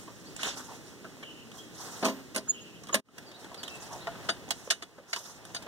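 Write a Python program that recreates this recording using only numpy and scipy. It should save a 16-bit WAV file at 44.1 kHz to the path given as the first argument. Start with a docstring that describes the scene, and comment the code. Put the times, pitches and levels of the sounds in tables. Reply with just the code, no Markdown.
"""On a driveway, a folding solar panel is carried, set down on a rug, unlatched and opened.
Its metal frame knocks and rings, catches clack and squeak, and the legs snap against the frame.
A nylon jacket swishes and feet scuff the rug. Birds call far off over open air and a traffic rumble.
The stereo is widened, and the level dips briefly at 3 seconds."""
import sys
import numpy as np
from scipy import signal
from scipy.fft import rfft, irfft
from scipy.io import wavfile
from scipy.ndimage import uniform_filter1d

SR = 44100
rng = np.random.default_rng(int(sys.argv[2]) if len(sys.argv) > 2 else 0)


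def wav_record(signal):
    """Record a signal, one row per channel, as 16-bit PCM in the file named by sys.argv[1]."""
    frames = np.transpose(np.atleast_2d(signal))
    bounded = np.clip(frames, -1, 1)
    # unit amplitude maps onto the largest positive 16-bit level
    quanta = np.round(bounded * 32767).astype(np.int16)
    wavfile.write(sys.argv[1], SR, quanta)


N = 250047
TIME = np.arange(N) / SR

# the tones the panel's frame rings with: pitch_hz, level_db, fade_s (a fade is the time to fall 60 dB)
FRAME_TONES = [(202.3, -8.5, 0.25), (241.7, -6, .2), (266, -8.5, 0.5), (405, -7.5, 0.28), (530, -10, 0.25),
               (641, 5.5, 0.14), (694, -9, .12), (887, -11, 0.16), (985, -7.5, 0.16), (1040, -8, 0.19),
               (1200, -9.5, 0.19), (1247, -8.5, .14), (1448, -12, 0.15), (2850, -24.5, 0.48),
               (4500, -7, .15), (9300, -29, .28)]
# how alike rubbing cloth sounds on the left and right: pitch_hz, likeness (0 to 1)
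CLOTH_LIKENESS = [(400, 0.7), (1150, 1), (3500, 1), (7000, 0.12), (12000, 0.3)]


def landings():
    """The panel lands on the rug, one corner after the other."""
    # start_s, level_db, contact_ms, thud_db, treble_limit_hz, ring_hz, frame_db
    corner_hits = [(2.0267, -11.5, 2.6, -6, 900, 765, -30.5), (2.046, -19.5, 8.8, 2.5, 10300, 1170, -29),
                   (2.064, -27, 2, 4, 8000, 1000, -33.5), (2.081, -29, 4.4, 6, 5800, 620, -40.5),
                   (2.095, -36, 8, 7.5, 8000, 637, -53)]
    return frame_hits(corner_hits, FRAME_TONES, fade_s=0.12, ring_db=6, echo_db=-19)


def catches():
    """The catches spring open with a clack."""
    # start_s, level_db, contact_ms, thud_db, treble_limit_hz, ring_hz, frame_db
    clacks = [(2.347, -29.5, 6.8, -9, 14900, 375, -42.5), (2.361, -24, 2.9, 1, 15200, 9700, -44),
              (2.377, -31.5, 4.2, 10.5, 15000, 4700, -58), (2.9426, -14.5, 0.5, -10.5, 16700, 1830, -43.5),
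              (2.951, -24, 1.4, -0.5, 15100, 1040, -43.5)]
    return frame_hits(clacks, FRAME_TONES, fade_s=0.065, ring_db=7.5, echo_db=-26.5)


def frame_hits(hits, tones, fade_s, ring_db, echo_db):
    """Each hit makes a short knock and leaves a longer ring in the frame."""
    out, t = np.zeros((2, N)), np.arange(SR // 2) / SR
    build_up = np.minimum(t / 0.016, 1)
    for start_s, level_db, contact_ms, thud_db, treble_limit_hz, ring_hz, frame_db in hits:
        hit = knock(contact_ms, fade_s, thud_db, treble_limit_hz, ring_hz, ring_db, echo_db)
        add(out, start_s, gain_of(level_db) * hit)
        add(out, start_s, build_up * ringing(tones, frame_db, t))
    return out


def legs():
    """A leg snaps against the frame: a thin crack, then the leg rings with its own tones."""
    # start_s, level_db, contact_ms, thud_db, treble_limit_hz, ring_hz, leg_db,
    # brightness_db_per_octave, left_minus_right_db
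    snaps = [(4.0700, -15, 2.5, -7.5, 970, 1410, -49.5, -7, 0.5),
             (4.078, -23, 2.2, -10, 900, 900, -55.5, -11.5, -1),
             (4.2882, -14, 2.8, -6, 2000, 1510, -48.5, -8, -1),
             (4.2915, -14.5, 0.8, -9, 2700, 3640, -35, -0.5, 2),
             (4.2988, -33, 2.2, 13, 9000, 690, -34, 1.5, -1),
             (4.5063, -15, 1.8, -21, 11500, 850, -38, 2, -1),
             (4.7023, -15.5, 3.2, -30, 6000, 4600, -41, 4, 1.5),
             (4.7072, -13.5, 0.79, -20.5, 8300, 1900, -30.5, 1, -2),
             (4.72, -24.5, 4.5, -14, 9000, 1410, -44, -3, -1),
             (4.8219, -26.5, 7.7, -8, 4260, 336, -50.5, -0.5, 0),
             (5.1302, -18.5, 4.5, -20, 4700, 1830, -37.5, 2, -1.5),
             (5.1615, -26.5, 2.3, -5, 7500, 1030, -43.5, 0.5, -0.5),
             (5.546, -28, 6.2, -5, 9000, 410, -45.5, 10, 1), (5.56, -28, 8.8, -14, 4200, 4330, -45, -1, 0)]
    # the tones of a metal leg: pitch_hz, level_db, fade_s
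    leg_tones = [(679.6, -0.5, 0.097), (1440, -1.5, 0.082), (1788, -5, 0.049), (2743, -4, 0.095),
                 (2966, -2.5, 0.12), (3490, 2.5, 0.052), (3740, -4, 0.097), (4000, -16, 0.1),
                 (4650, 6, 0.083), (4850, -3, 0.046), (5130, -22, .1), (6230, -11, 0.13), (6450, -2, 0.039),
                 (7040, -12, 0.052), (8872, -11, 0.12), (9350, -15, .065)]
    out, t = np.zeros((2, N)), np.arange(16384) / SR
    bass_cut = signal.butter(2, 295, "highpass", fs=SR)
    build_up = np.minimum(t / 0.0022, 1)
    for start_s, level_db, contact_ms, thud_db, limit_hz, ring_hz, leg_db, brightness, left_db in snaps:
        crack = knock(contact_ms, fade_s=0.053, thud_db=thud_db, treble_limit_hz=limit_hz,
                      ring_hz=ring_hz, ring_db=10, echo_db=-28)
        thin_crack = gain_of(level_db) * signal.lfilter(*bass_cut, crack)
        tones = [(hz, db + brightness * np.log2(hz / 3000), fade_s) for hz, db, fade_s in leg_tones]
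        ring = build_up * ringing(tones, leg_db, t)
        add(out, start_s, side_gains(left_db) * (thin_crack + ring))
    return out


def knock(contact_ms, fade_s, thud_db, treble_limit_hz, ring_hz, ring_db, echo_db):
    """Parts chatter together for a moment, then ring with so many short tones that it sounds like noise."""
    # the tone colour all knocks share: pitch_hz, level_db
    body_colour = [(60, -15.5), (160, -12), (205, 2.5), (340, -0.5), (540, -3.5), (650, 0.5), (790, -6.5),
                   (1050, -3.5), (1400, -5), (1850, -5), (2400, -3.5), (3500, -5), (5100, -6.5),
                   (9500, -9.5), (15000, -20.5)]
    size = 16384
    t, hz = np.arange(size) / SR, np.fft.rfftfreq(size, 1 / SR)
    contact_s, fade_s = max(contact_ms, .5) / 1000, max(fade_s, .01)
    press = np.minimum(.5 + t / contact_s, 1)
    since_contact = np.maximum(t - contact_s, 0)
    chatter = gain_of(3.7 * wander(size, 850) * np.exp(-t / 0.021))
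    noise = noise_pair(size, curve_at([(1200, 0.97), (3000, 0.95), (12000, 0.26)], hz))
    # each octave dies at its own speed, treble first, above a faint echo from the yard
    octaves_hz = np.geomspace(125, 16000, 8)
    echo = gain_of(echo_db - 60 * t / 0.3)
    bursts = np.zeros((2, size))
    for octave_hz, share in zip(octaves_hz, np.eye(len(octaves_hz))):
        band = irfft(noise * np.interp(np.log(hz + 1), np.log(octaves_hz), share))
        band_fade_s = fade_s * (octave_hz / 1500) ** -.14
        burst = band * press * chatter * (gain_of(-60 * since_contact / band_fade_s) + echo)
        bursts += burst * np.std(band) * np.sqrt(SR / 50) / np.linalg.norm(burst)
    colour_db = curve_at(body_colour, hz) + thud_db / (1 + (hz / 700) ** 2)
    colour_db -= 10 * np.log10(1 + (hz / treble_limit_hz) ** 3)
    colour_db += ring_db * np.exp(-.5 * (np.log((hz + 1) / ring_hz) / 0.15) ** 2)  # the struck part
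    # the tones crowd unevenly, so each knock has its own peaks and hollows
    crowding = uniform_filter1d(rng.standard_normal(len(hz)), size=50)
    crowding = unit_level(uniform_filter1d(crowding, size=36))
    colour_db += (3.4 * crowding - .4) * np.minimum(hz / 2000, 1)
    response = click_response(colour_db)[None, :size // 4]
    return signal.fftconvolve(bursts, response, axes=1)[:, :size]


def ringing(tones, level_db, t):
    """Fading pure tones; every hit lands elsewhere and wakes them a little differently."""
    chance = rng.standard_normal((len(tones), 2))
    out = np.zeros(len(t))
    for (hz, tone_db, fade_s), (extra_db, phase) in zip(tones, chance):
        loudness = gain_of(level_db + tone_db + extra_db - 60 * t / fade_s)
        out += loudness * np.sin(2 * np.pi * (hz * t + phase))
    return out


def hollow_bump():
    """The freed halves of the panel jump apart with a hollow bump."""
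    # start_s, pitch_hz, level_db, fade_s
    bumps = [(2.943, 570, -19, 0.032), (2.948, 214, -34.5, 0.15)]
    out, t = np.zeros((2, N)), np.arange(SR // 2) / SR
    build_up = np.minimum(t / 0.0034, 1)
    for start_s, pitch_hz, level_db, fade_s in bumps:
        add(out, start_s, build_up * ringing([(pitch_hz, 0, fade_s)], level_db, t))
    return out


def taps():
    """Hands and knees tap the panel dully, too lightly to make the frame ring."""
    # start_s, level_db, ring_hz
    touches = [(.078, -36, 1040), (.393, -35, 1360), (0.597, -34.5, 1310), (1.0446, -32.5, 1380),
               (1.226, -39.5, 1490), (1.542, -43.5, 740), (2.475, -41, 1340), (2.836, -45.5, 1200),
               (2.8931, -29.5, 1205), (2.927, -27, 1190), (3.086, -36, 1274), (3.383, -43.5, 750),
               (3.444, -35.5, 1540), (3.515, -35, 1000), (3.571, -37.5, 574), (4.152, -33, 1430),
               (4.479, -30.5, 830), (4.673, -31, 483), (4.98, -34.5, 500), (4.99, -49, 427),
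               (5.665, -26.5, 460)]
    out = np.zeros((2, N))
    for start_s, level_db, ring_hz in touches:
        tap = knock(contact_ms=1.3, fade_s=0.073, thud_db=0, treble_limit_hz=1180,
                    ring_hz=ring_hz, ring_db=12, echo_db=-16)
        add(out, start_s, gain_of(level_db) * tap)
    return out


def ticks():
    """Loose parts tick brightly; a longer rattle rings for longer."""
    # start_s, level_db, contact_ms, ring_hz, treble_limit_hz
    rattles = [(0.364, -38, 0.46, 7540, 16000), (0.432, -27, 1.2, 3180, 16000),
               (.454, -41.5, 2.8, 3500, 16000), (1.228, -37, 7.7, 3070, 3300),
               (1.515, -45, 3.2, 3050, 6000), (2.835, -46, 3.8, 6400, 16000),
               (2.87, -44.5, 3.5, 3280, 16000), (2.886, -44, 4.5, 3360, 16000),
               (2.927, -40, 11, 3370, 12000), (3.181, -35.5, 4.4, 1630, 16000),
               (3.226, -48, 2.2, 3100, 5000), (3.315, -40.5, 2.3, 3400, 4500),
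               (3.443, -42, 3.2, 3320, 7500), (3.517, -56, 2, 7000, 16000), (3.544, -37, 2.2, 3480, 14000),
               (3.631, -30, 5.9, 3130, 16000), (3.679, -34, 3.4, 3080, 16000),
               (3.751, -41, 5.9, 8240, 16000), (3.768, -49, 1.4, 7060, 16000),
               (4.489, -44, 0.97, 6060, 16000), (5.451, -40, 1.7, 9600, 16000),
               (5.623, -39.5, 3.8, 3220, 12000)]
    out = np.zeros((2, N))
    for start_s, level_db, contact_ms, ring_hz, treble_limit_hz in rattles:
        tick = knock(contact_ms, fade_s=0.01 * contact_ms, thud_db=-1, treble_limit_hz=treble_limit_hz,
                     ring_hz=ring_hz, ring_db=7.5, echo_db=-16)
        add(out, start_s, gain_of(level_db) * tick)
    return out


def squeaks():
    """A catch sticks and slips, so its metal sings one high tone that swells and lets go."""
    # loudest_at_s, half_length_s, pitch_hz, level_db
    slips = [(2.502, 0.011, 6810, -26), (2.542, 0.023, 6830, -55.5), (2.622, 0.016, 6730, -57),
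             (2.935, 0.0049, 6820, -31.5)]
    out = np.zeros(N)
    for loudest_at_s, half_length_s, pitch_hz, level_db in slips:
        swell = np.exp(-((TIME - loudest_at_s) / half_length_s) ** 2)
        out += gain_of(level_db) * swell * np.sqrt(2) * sine(pitch_hz + 18 * wander(N, 140))
    return out


def ping():
    """The landing sets a small metal part on the right singing, thin and slightly unsteady."""
    start_s, pitch_hz, level_db, fade_s, left_minus_right_db = (2.051, 13716, -54, .42, -10)
    out, t = np.zeros((2, N)), np.arange(SR // 2) / SR
    tone = sine(pitch_hz + 14 * wander(len(t), 60)) * gain_of(level_db - 60 * t / fade_s)
    add(out, start_s, side_gains(left_minus_right_db) * tone)
    return out


def jacket():
    """Nylon slides on nylon in fits and starts as the arms move."""
    # arm movements: start_s, length_s, level_db
    swishes = [(-.03, 0.052, -58), (.09, 0.33, -68), (.55, 0.013, -43.5), (.62, 0.13, -57),
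               (.85, 0.044, -60.5), (1.53, 0.057, -56), (1.728, 0.052, -57.5), (1.758, .04, -52.5),
               (1.785, 0.091, -48.5), (1.89, 0.13, -51.5), (3.38, 0.054, -57.5), (3.65, 0.16, -57),
               (3.8, 0.039, -48.5), (3.91, 0.019, -46), (4.21, 0.062, -56), (4.53, 0.15, -54.5),
               (5.075, 0.074, -54), (5.14, 0.054, -45.5), (5.21, 0.099, -51), (5.45, .1, -59.5)]
    # the tone colour of nylon: pitch_hz, level_db
    nylon_colour = [(150, -26), (400, -2), (900, 7.5), (1800, 2.5), (2400, -8), (3400, 1), (4500, 2.5),
                    (6000, 8.5), (8000, 2), (10000, -2.5), (15000, -10.5)]
    arms = strokes(swishes, rise_s=0.025, fade_s=0.33) + gain_of(-73.5)  # never quite still
    jerks = gain_of(wander(N, 35))
    return creased(hiss(nylon_colour, CLOTH_LIKENESS)) * arms * jerks * crinkle(per_s=340, snap_db=-21)


def rug_scuffs():
    """Steps, and later shuffling knees, rub the rug with a grainy sound."""
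    # start_s, length_s, level_db
    steps = [(.42, 0.054, -44), (.68, 0.075, -56), (1.8, 0.402, -56)]
    # shuffling while kneeling: time_s, level_db
    shuffle = [(2.9, -81), (3.2, -58), (3.6, -52), (4.25, -49), (4.85, -63), (5.67, -52.5)]
    # the tone colour of the rug: pitch_hz, level_db
    rug_colour = [(100, -27), (350, 1), (750, 1), (1100, -3.5), (1700, -5), (3000, -8.5), (8000, -19.5),
                  (15000, -26.5)]
    movement = strokes(steps, rise_s=0.037, fade_s=0.14) + gain_curve(shuffle)
    grain = unit_level(gain_of(1.1 * wander(N, 90)))
    return hiss(rug_colour, CLOTH_LIKENESS) * movement * grain


def trouser_brush():
    """The panel brushes past the trousers once."""
    # the gritty tone colour of cloth on the panel: pitch_hz, level_db
    grit_colour = [(300, -11), (800, -0.5), (1400, 2), (2400, 0), (3400, 3.5), (4500, -0.5), (7000, 0.5),
                   (14000, -24.5)]
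    start_s, length_s, level_db = 0.371, 0.11, -37
    swing = strokes([(start_s, length_s, level_db)], rise_s=0.095, fade_s=0.28)
    return creased(hiss(grit_colour, CLOTH_LIKENESS)) * swing


def strokes(movements, rise_s, fade_s):
    """The loudness of rubbing: each movement speeds up, holds and dies away."""
    power = np.zeros(N)
    for start_s, length_s, level_db in movements:
        rise = np.clip((TIME - start_s) / rise_s, 0, 1)
        fall_db = 60 * np.clip((TIME - start_s - length_s) / fade_s, 0, 2)
        power += (rise * gain_of(level_db - fall_db)) ** 2
    return np.sqrt(power)


def crinkle(per_s, snap_db):
    """Tiny jumps in loudness as sliding cloth snaps into creases."""
    happens = rng.random(N) < per_s / SR
    strength = gain_of(5 * np.minimum(rng.exponential(1, N), 4))
    snaps = signal.lfilter([1], [1, -np.exp(-1 / (0.00092 * SR))], happens * strength)  # short tails
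    return unit_level(1 + gain_of(snap_db) * unit_level(snaps))


def creased(sound):
    """Each fold of cloth rasps in its own pitch range, so patches of the hiss flare and fade."""
    patches = signal.stft(sound, nperseg=256)[2]
    folds = uniform_filter1d(rng.standard_normal(patches.shape[1:]), size=9, axis=0)  # across pitch
    folds = unit_level(uniform_filter1d(folds, size=5, axis=1))  # across time
    return unit_level(signal.istft(patches * gain_of(2.5 * folds))[1][:, :N])


def drags():
    """The frame slides over the rug and slows, so its scrape sinks in pitch."""
    # start_s, length_s, start_hz, end_hz, width_hz, level_db
    slides = [(0.666, 0.093, 1083, 724, 218, -55.5), (3.891, 0.1053, 1003, 628, 265, -47)]
    out = np.zeros(N)
    for start_s, length_s, start_hz, end_hz, width_hz, level_db in slides:
        size = int(length_s * SR)
        phase = 2 * np.pi * np.cumsum(np.linspace(start_hz, end_hz, size)) / SR
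        scrape = wander(size, width_hz) * np.cos(phase) + wander(size, width_hz) * np.sin(phase)
        swell = np.sin(np.linspace(0, np.pi, size))
        add(out, start_s, gain_of(level_db) * unit_level(swell * scrape))
    return out


def birds():
    """Far-off birds sing gliding chirps and held, buzzy notes, followed by an echo."""
    # start_s, start_hz, end_hz, level_db
    chirp_notes = [(0.256, 4130, 5000, -61), (3.262, 4950, 4300, -57), (3.338, 3630, 4220, -54.5),
                   (3.574, 4850, 4400, -50), (3.645, 3870, 3930, -53.5), (4.006, 3600, 4380, -54)]
    # start_s, length_s, pitch_hz, level_db, buzz_hz (how far the pitch shakes)
    held_notes = [(1.234, .1, 2886, -57, 169), (1.342, 0.1, 2800, -63, 210), (1.58, 0.037, 3257, -56, 60),
                  (2.529, 0.088, 2960, -56.5, 189), (2.629, 0.089, 2790, -64, 195),
                  (2.722, 0.08, 2888, -65, 191), (3.687, 0.088, 2644, -53.5, 45.3)]
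    chirps, trills = np.zeros((2, N))
    for start_s, start_hz, end_hz, level_db in chirp_notes:
        add(chirps, start_s, gain_of(level_db) * bird_note(0.034, start_hz, end_hz, buzz_hz=80))
    for start_s, length_s, pitch_hz, level_db, buzz_hz in held_notes:
        add(trills, start_s, gain_of(level_db) * bird_note(length_s, pitch_hz, pitch_hz, buzz_hz))
    t, echo_fade_s = np.arange(SR) / SR, 0.48
    tail = rng.standard_normal((2, SR)) * gain_of(-60 * t / echo_fade_s)
    echo = signal.fftconvolve((chirps + trills)[None], tail / np.linalg.norm(tail[0]), axes=1)[:, :N]
    return gain_of(-1) * chirps + gain_of(1) * trills + gain_of(-2) * echo


def bird_note(length_s, start_hz, end_hz, buzz_hz):
    """One whistle with a shaky pitch, swelling and fading."""
    progress = np.linspace(0, 1, int(length_s * SR))
    pitch_hz = start_hz + (end_hz - start_hz) * progress + buzz_hz * wander(len(progress), 214)
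    return unit_level(np.sqrt(progress * (1 - progress)) * sine(pitch_hz))


def open_air():
    """The soft, slightly fluttering hiss of the outdoors."""
    # tone colour: pitch_hz, level_db
    colour = [(60, -8), (150, -1.5), (250, 3.02), (370, 0.83), (500, -3), (700, -9.5), (1200, -11.5),
              (2200, -12.5), (3300, -15), (5000, -17), (7000, -17.5), (10000, -25), (15000, -29)]
    # how alike left and right are: pitch_hz, likeness (0 to 1)
    likeness = [(60, 1), (250, 0.58), (1150, 1), (3500, 1), (4600, .85), (7000, 0.47), (10000, 0.4),
                (15000, 0.35)]
    # time_s, level_db
    loudness = [(0, -54), (1.6, -54.5), (2.8, -55.5), (4.4, -51), (4.9, -60), (5.08, -62), (5.67, -54.5)]
    return hiss(colour, likeness) * gain_of(.7 * wander(N, 10)) * gain_curve(loudness)


def traffic():
    """Far traffic rumbles, with a low hum in it."""
    # tone colour: pitch_hz, level_db
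    colour = [(15, -14), (30, -15), (50, -0.5), (85, 1.5), (130, -7), (180, 3), (300, -36), (1000, -33),
              (5000, -54)]
    # time_s, level_db
    loudness = [(0, -63), (1.0, -67), (3.3, -65.5), (4.3, -54.5), (4.95, -71), (5.67, -57.5)]
    hum = gain_of(-1) * sine(120 + 2.55 * wander(N, 4.5))
    rumble = hiss(colour, likeness=[(20, 0.94), (200, 1.0)])
    return (rumble + hum) * gain_curve(loudness)


def hiss(colour, likeness):
    """Stereo noise; in the treble, left and right agree best in evenly spaced bands."""
    hz = np.fft.rfftfreq(N, 1 / SR)
    spacing_hz, loss_between_bands = 1155, 0.72
    ripple = 1 - loss_between_bands * np.sin(np.pi * np.maximum(hz / spacing_hz, 1)) ** 2
    noise = noise_pair(N, curve_at(likeness, hz) * ripple)
    return unit_level(irfft(noise * gain_of(curve_at(colour, hz)), N))


def noise_pair(size, likeness):
    """The spectra of two white noises that are partly alike."""
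    left, other = rfft(rng.standard_normal((2, size)))
    likeness = np.clip(likeness, 0, 1)
    return np.array([left, likeness * left + np.sqrt(1 - likeness ** 2) * other])


def wander(size, rate_hz):
    """A smooth random wobble; a higher rate makes it move faster."""
    hz = np.fft.rfftfreq(size, 1 / SR)
    return unit_level(irfft(rfft(rng.standard_normal(size)) * np.exp(-(hz / rate_hz) ** 2), size))


def sine(pitch_hz):
    """A pure tone that follows a changing pitch."""
    return np.sin(2 * np.pi * np.cumsum(pitch_hz) / SR)


def click_response(colour_db):
    """A filter with this tone colour that makes no sound ahead of the hit."""
    mirrored_db = np.r_[colour_db, colour_db[-2:0:-1]]
    log_gain = np.log(gain_of(np.maximum(mirrored_db, -100)))
    return irfft(np.exp(np.conj(signal.hilbert(log_gain)))[:len(colour_db)])


def lean(sound, balance, share=1):
    """Shifts each pitch to the left or right and keeps its power."""
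    tilt = gain_of(share * curve_at(balance, np.fft.rfftfreq(N, 1 / SR)))
    sides = np.array([tilt, np.ones_like(tilt)]) * np.sqrt(2 / (1 + tilt ** 2))
    return irfft(rfft(sound) * sides, N)


def side_gains(left_minus_right_db):
    """Left and right gains that place a sound to one side."""
    return gain_of([[left_minus_right_db / 2], [-left_minus_right_db / 2]])


def gain_of(db):
    """Turns decibels into a number to multiply by."""
    return 10 ** (np.asarray(db) / 20)


def gain_curve(points):
    """Turns (time_s, level_db) points into a gain for every sample."""
    return gain_of(np.interp(TIME, *np.transpose(points)))


def curve_at(points, hz):
    """Reads between (pitch_hz, value) points, with pitch counted in octaves."""
    point_hz, values = np.transpose(points)
    return np.interp(np.log(hz + 1), np.log(point_hz + 1), values)


def unit_level(x):
    """Scales a signal to an average power of 1."""
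    return x / np.sqrt(np.mean(x ** 2) + 1e-20)


def add(mix, start_s, sound):
    """Mixes a sound in at its start time."""
    part = mix[..., max(round(start_s * SR), 0):][..., :sound.shape[-1]]
    part += sound[..., :part.shape[-1]]


def scene():
    """Everything that sounds on the driveway."""
    # knocks lean left or right, pitch by pitch: pitch_hz, left_minus_right_db
    knock_balance = [(1300, 0), (1800, 10.5), (2300, 2), (3000, -7.5), (3800, 7), (5300, 1), (6000, -18),
                     (7200, -6.5), (8800, -3), (13000, 0)]
    leg_snaps = lean(legs(), knock_balance)
    panel = lean(landings() + catches() + hollow_bump() + taps() + ticks(), knock_balance, share=0.53)
    high_tones = ping() + squeaks() + birds()
    rubbing = jacket() + rug_scuffs() + trouser_brush() + drags()
    return leg_snaps + panel + high_tones + rubbing + open_air() + traffic()


def record(dry):
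    """The stereo is widened: left and right differ in timing and level, pitch by pitch."""
    # how far the right side lags: pitch_hz, lag_radians
    right_lag = [(0, 3.1), (60, 2.6), (170, .9), (350, .25), (1150, 0), (1650, -.25), (2000, -2.8),
                 (2300, -3.13), (2650, -3.2), (3150, -6.05), (3850, -6.4), (4250, -8.9), (4950, -9.2),
                 (5300, -11.6), (6200, -12), (6700, -14.6), (8400, -18), (8700, -20.2), (9500, -20.6),
                 (16000, -38)]
    # level difference between the sides: pitch_hz, left_minus_right_db
    balance = [(100, -.5), (1300, 0), (1750, 0.5), (2800, -0.5), (3500, -1.5), (5200, -2), (6500, -5.5),
               (7500, -2.5), (15000, -4)]
    # the sound drops out briefly and comes back a little quieter: time_s, level_db
    dip = [(3.0, 4.5), (3.012, -28), (3.035, -34), (3.06, -15.5), (3.11, -8), (3.18, 1)]
    lag = np.interp(np.fft.rfftfreq(N, 1 / SR), *np.transpose(right_lag))
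    spectrum = rfft(lean(dry, balance)) * np.exp([.5j * lag, -.5j * lag])
    heard = irfft(spectrum, N) * gain_curve(dip)
    treble_cut = signal.firwin(401, 15900, window=("kaiser", 9), fs=SR)
    return signal.oaconvolve(heard, treble_cut[None], "same")


dry = scene()
out = record(dry)
wav_record(out)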